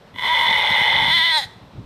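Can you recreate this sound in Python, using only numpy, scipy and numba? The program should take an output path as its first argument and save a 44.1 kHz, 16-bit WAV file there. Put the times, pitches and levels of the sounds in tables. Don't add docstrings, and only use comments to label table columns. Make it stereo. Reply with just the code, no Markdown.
import sys
import numpy as np
from scipy import signal
from scipy.fft import rfft, irfft, next_fast_len
from scipy.io import wavfile
from scipy.ndimage import uniform_filter1d
from numba import njit

SR = 44100
rng = np.random.default_rng(int(sys.argv[2]) if len(sys.argv) > 2 else 0)


def unload_audio(sound):
    columns = np.transpose(np.atleast_2d(sound))
    steps = np.round(np.clip(columns, -1, 1) * 32767)
    wavfile.write(sys.argv[1], SR, steps.astype(np.int16))


def makeup_ratio(level_db):
    decades = np.asarray(level_db, float) / 20
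    return 10 ** decades


N = 81585
VOICE_STARTS_S, VOICE_ENDS_S = 0.234, 1.5
RASP_BAND_HZ = [4440, 14500]


def rms_one(x):
    return x / np.sqrt(np.mean(x ** 2) + 1e-20)


def in_time(rows):
    s, *columns = np.transpose(rows)
    return [np.interp(np.arange(N) / SR, s, c) for c in columns]


def drift(rate):
    r = np.exp(-80 * np.pi * rate / SR)
    white = rng.standard_normal(N // 40 + 2002)
    slow = signal.lfilter([1], [1, -2 * r, r * r], white)[2000:]
    return np.interp(np.arange(N) / 40, np.arange(len(slow)), rms_one(slow))


def cut(x, hz, kind, order=2):
    return signal.sosfilt(signal.butter(order, hz, kind, fs=SR, output="sos"), x)


def pulses(s, sizes):
    at = np.asarray(s)[:, None] * SR
    taps = np.floor(at).astype(int) + np.arange(-8, 9)
    window = np.cos((taps - at) * np.pi / 19) ** 2
    clicks = sizes[:, None] * np.sinc(taps - at) * window
    return np.bincount(taps.ravel(), clicks.ravel(), N + 99)[:N]


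@njit
def resonate(x, hz, r):
    y = np.zeros(len(x))
    for i in range(2, len(x)):
        drive = (1 - r[i] ** 2) / 2 * (x[i] - x[i - 2])
        turn = 2 * r[i] * np.cos(2 * np.pi * hz[i] / SR)
        y[i] = drive + turn * y[i - 1] - r[i] ** 2 * y[i - 2]
    return y


# time in seconds, strength in dB.
CREAKS = [(0.142, -25), (.151, -27), (.160, -14), (.168, -30), (.177, -19), (.185, -4.5), (.194, -4.5),
          (.202, -17), (0.21, -8), (.217, -9), (.223, -0.5), (.229, -7)]
# time in seconds, pitch in Hz.
SCREAM = [(.234, 300), (.29, 318), (.335, 332), (.36, 300), (.42, 318), (.445, 326), (.47, 302), (1.0, 300),
          (1.07, 312)]
# time in seconds, pitch in Hz.
PITCH = [
    [(1.08, 317.9), (1.118, 317.2), (1.148, 344.6), (1.16, 339.3), (1.172, 335.2), (1.214, 320.3),
     (1.254, 342.8), (1.276, 328.7), (1.3, 330.6)],
    [(1.304, 334.5), (1.32, 315), (1.364, 312), (1.38, 297), (1.398, 275.7), (1.428, 221.3), (1.45, 215),
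     (1.46, 206)],
]
# time in seconds, level in dB.
EFFORT = [(.11, -95), (.14, -45.5), (.185, -29), (.225, -25), (.26, -20.5), (.32, -21), (1.05, -21),
          (1.12, -17), (1.33, -19.5), (1.378, -17.5), (1.41, -36.5), (1.438, -23.5), (1.446, -36),
          (1.456, -98)]
# time in seconds, roughness 0-1, air in dB re voice.
ROUGH = [(.26, .7, -4), (.285, .1, -11), (.338, .1, -11), (.35, .9, 0), (.41, .8, -2), (.425, .12, -11),
         (.445, .12, -11), (.46, .8, 0), (.95, 1, 1), (1.07, .7, -5), (1.11, .05, -16), (1.155, .03, -20),
         (1.175, .09, -13), (1.2, .04, -18), (1.3, .07, -14), (1.33, .01, -28), (1.39, .015, -22),
         (1.42, .05, -12), (1.445, .4, -4)]


def folds():
    t = np.arange(N) / SR
    hz, = in_time(SCREAM + PITCH[0] + PITCH[1])
    rough, air_db = in_time(ROUGH)
    level_db, = in_time(EFFORT)
    hz = hz * (1 + 0.02 * rough * drift(7.4))
    turns = np.cumsum(hz * (t > VOICE_STARTS_S)) / SR
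    chance = rng.standard_normal((900, 2))[:int(turns[-1]) - 2]
    s = np.interp(np.arange(len(chance)) + 1e-3, turns, t)
    i = (s * SR).astype(int)
    late_s = 0.25 * rough[i] * chance[:, 0] / hz[i]
    strength_db = 3 * np.sqrt(rough[i]) * chance[:, 1]
    beats = pulses(s + late_s, makeup_ratio(strength_db))
    beats /= np.sqrt(uniform_filter1d(beats ** 2, size=1500) + 1e-5)
    opening = cut(np.abs(beats), 500, "low")
    air = rng.standard_normal(N) * rms_one(0.4 + opening)
    creak_s, creak_db = np.transpose(CREAKS)
    creak = 10 * pulses(creak_s, makeup_ratio(creak_db - 18))
    return makeup_ratio(level_db) * (beats + makeup_ratio(air_db) * air) + creak


# time in seconds, closing 0-1.
MOUTH = [(1.0, 0.19), (1.15, 0.4), (1.3, 0.32), (1.35, 0.78), (1.39, 0.74), (1.44, 0.58)]
# time in seconds, shift as a ratio, throat in dB,
# mouth in dB.
JAW = [(.2, 1.09, 0, 0), (.28, 1.06, 0, 0), (.325, 1.11, 4, 0), (.36, 1.03, -1, 0), (.435, 1.08, 3, 1),
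       (.5, 1.02, 0, 0), (.65, 1.0, -1, -1), (1.08, 1.0, 0, 2), (1.13, 1.04, -7, 4), (1.3, 1.04, -7, 4),
       (1.375, 1.03, 2, 1), (1.44, .8, -3, 2)]
# open centre in Hz, closed centre in Hz, width in Hz,
# open level in dB, closed level in dB.
TRACT = [(395, 628, 290, -23, -14), (556, 460, 232, -16, -15.5), (890, 901, 131.6, 0, -4.5),
         (1667, 1690, 267, -17.5, -6), (2072, 1895, 225, 4, -6), (2914, 3326, 220, -3, -15),
         (3494, 3606, 336, -2.5, -6.5), (3976, 3884, 310, -18.5, 6), (5670, 5590, 840, -28.5, -25),
         (8450, 8370, 820, -41, -18)]
POLARITY = [-1, 1, -1, 1, 1, 1, -1, -1, 1, -1]
MOUTH_RINGS = (5, 6, 7)
# time in seconds, level in dB.
RUSH = [(1.32, -95), (1.355, -46), (1.38, -28), (1.435, -39.5), (1.452, -39), (1.5, -100.5)]


def goat():
    source = folds()
    closing, = in_time(MOUTH)
    rush_db, = in_time(RUSH)
    jaw, jaw_db, mouth_db = in_time(JAW)
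    rings = []
    for k, (open_hz, closed_hz, width_hz, open_db, closed_db) in enumerate(TRACT):
        is_throat = k == 2
        tremor = 1 + 0.008 * drift(10)
        hz = (open_hz + (closed_hz - open_hz) * closing) * tremor * (jaw if is_throat else 1)
        r = np.exp(-np.pi * width_hz * (1 + 0.35 * closing) / SR)
        once = resonate(source, hz, r)
        ring = resonate(once, hz, r) + makeup_ratio(-14) * once
        level_db = open_db + (closed_db - open_db) * closing
        level_db = level_db + jaw_db * is_throat + mouth_db * (k in MOUTH_RINGS)
        rings.append(POLARITY[k] * makeup_ratio(level_db) * ring)
    low = cut(cut(sum(rings[:8]), 278, "high"), 4550, "low", order=6)
    voice = low + sum(rings[8:]) + makeup_ratio(-45) * cut(source, RASP_BAND_HZ, "band")

    power = uniform_filter1d(low ** 2, size=350) + 1e-9
    mean_power = uniform_filter1d(low ** 2, size=2500) + 1e-9
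    evening = 0.3 * (np.arange(N) > VOICE_STARTS_S * SR)
    voice = voice * (power / mean_power) ** -evening

    turbulence = rms_one(cut(rng.standard_normal(N), [3550, 5100], "band", order=1))
    rush = makeup_ratio(rush_db) * (np.arange(N) < VOICE_ENDS_S * SR) * turbulence
    return makeup_ratio(16) * voice + rush


# frequency in Hz, left minus right in dB,
# left lead in radians.
PORTS = [(800, -1, 0), (1500, -0.5, 0.98), (2250, 3, 1.13), (2420, -9, 5), (3220, -1.5, 5),
         (4510, -4.5, 5.5), (10260, -6, 23), (15370, 8, 39)]


def ports(x):
    size = next_fast_len(N + 4096)
    hz, pan_db, lead = np.transpose(PORTS)
    f = np.arange(size // 2 + 1) * SR / size
    half = makeup_ratio(np.interp(f, hz, pan_db) / 2) * np.exp(0.5j * np.interp(f, hz, lead))
    return irfft(rfft(x, size) * [half, 1 / half], size)[:, :N]


def scattered_rasp():
    level_db, = in_time(EFFORT)
    hiss = cut(rng.standard_normal((2, N)), RASP_BAND_HZ, "band")
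    flicker_db = 2.5 * drift(10)
    return makeup_ratio(30 - 53.5 + level_db + flicker_db) * hiss


def yard(x):
    near_t60_s, far_t60_s = 0.04, 0.53
    t = np.arange(SR) / SR
    paths = rng.standard_normal((2, 2, SR))
    near = makeup_ratio(-13) * rms_one(paths[0] * makeup_ratio(-60 * t / near_t60_s))
    dull = cut(paths[1], 10000, "low", order=1)
    far = makeup_ratio(-20) * rms_one(dull * makeup_ratio(-60 * t / far_t60_s) * (t > 0.015))
    return signal.fftconvolve(x[None], (near + far) / np.sqrt(SR), axes=1)[:, :N]


# time in seconds, level in dB, left minus right in dB.
GUSTS = [(0.0, -59, 16), (0.23, -45.5, -3), (0.514, -43, 11.5), (0.546, -46, 1), (0.654, -50, -4.5),
         (0.694, -32, 2.5), (0.762, -53, -7.5), (0.814, -31.5, 6.5), (0.844, -47.5, -1.0), (1.04, -33, 5.5),
         (1.35, -51, 2.5), (1.472, -51, 0), (1.534, -49.5, 1), (1.566, -51, 15.5), (1.612, -44.5, 4),
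         (1.71, -45.5, 7), (1.746, -43.5, -10), (1.85, -41, 2)]


def wind():
    level_db, pan_db = in_time(GUSTS)
    white = rng.standard_normal((2, N + SR))
    rumble = cut(cut(white, 65, "high"), 194, "low", order=3)[:, SR:]
    lumps_db = 4.5 * np.array([drift(12.3), drift(12.3)])
    return makeup_ratio(4 + level_db + pan_db * [[0.5], [-0.5]]) * rms_one(rumble * makeup_ratio(lumps_db))


# frequency in Hz, density in dB per Hz.
HUM = [(120, -32), (200, -23), (422, 1.5), (742, 0.5), (1560, -7), (2510, -13.5), (3750, -11.5),
       (5200, -22.5), (15500, -55.5)]


def hum():
    out = 0
    edges = 180 * 2 ** np.arange(0, 6.6, 0.5)
    white = rng.standard_normal((2, 2, N))
    hz, db = np.transpose(HUM)
    for k, (low, high) in enumerate(zip(edges, edges[1:])):
        level_db = np.interp(np.log(low * high) / 2, np.log(hz), db)
        patchy_db = 1.0 * drift(7)
        out = out + makeup_ratio(level_db + patchy_db) * cut(white[k % 2], [low, high], "band")
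    return makeup_ratio(-47) * rms_one(out)


def scene():
    call, rasp = goat(), scattered_rasp()
    hiss = makeup_ratio(-69) * rng.standard_normal((2, N))
    return ports(call) + rasp + yard(call + 2 * rasp[0]) + wind() + hum() + hiss


def low_pass(x):
    return signal.sosfilt(signal.butter(12, 15700, fs=SR, output="sos"), x)


def record(dry):
    lowpass = signal.cheby2(12, 60, 15750, fs=SR, output="sos")
    mix = signal.sosfilt(lowpass, dry)
    return low_pass(mix)


dry = scene()
out = record(dry)
unload_audio(out)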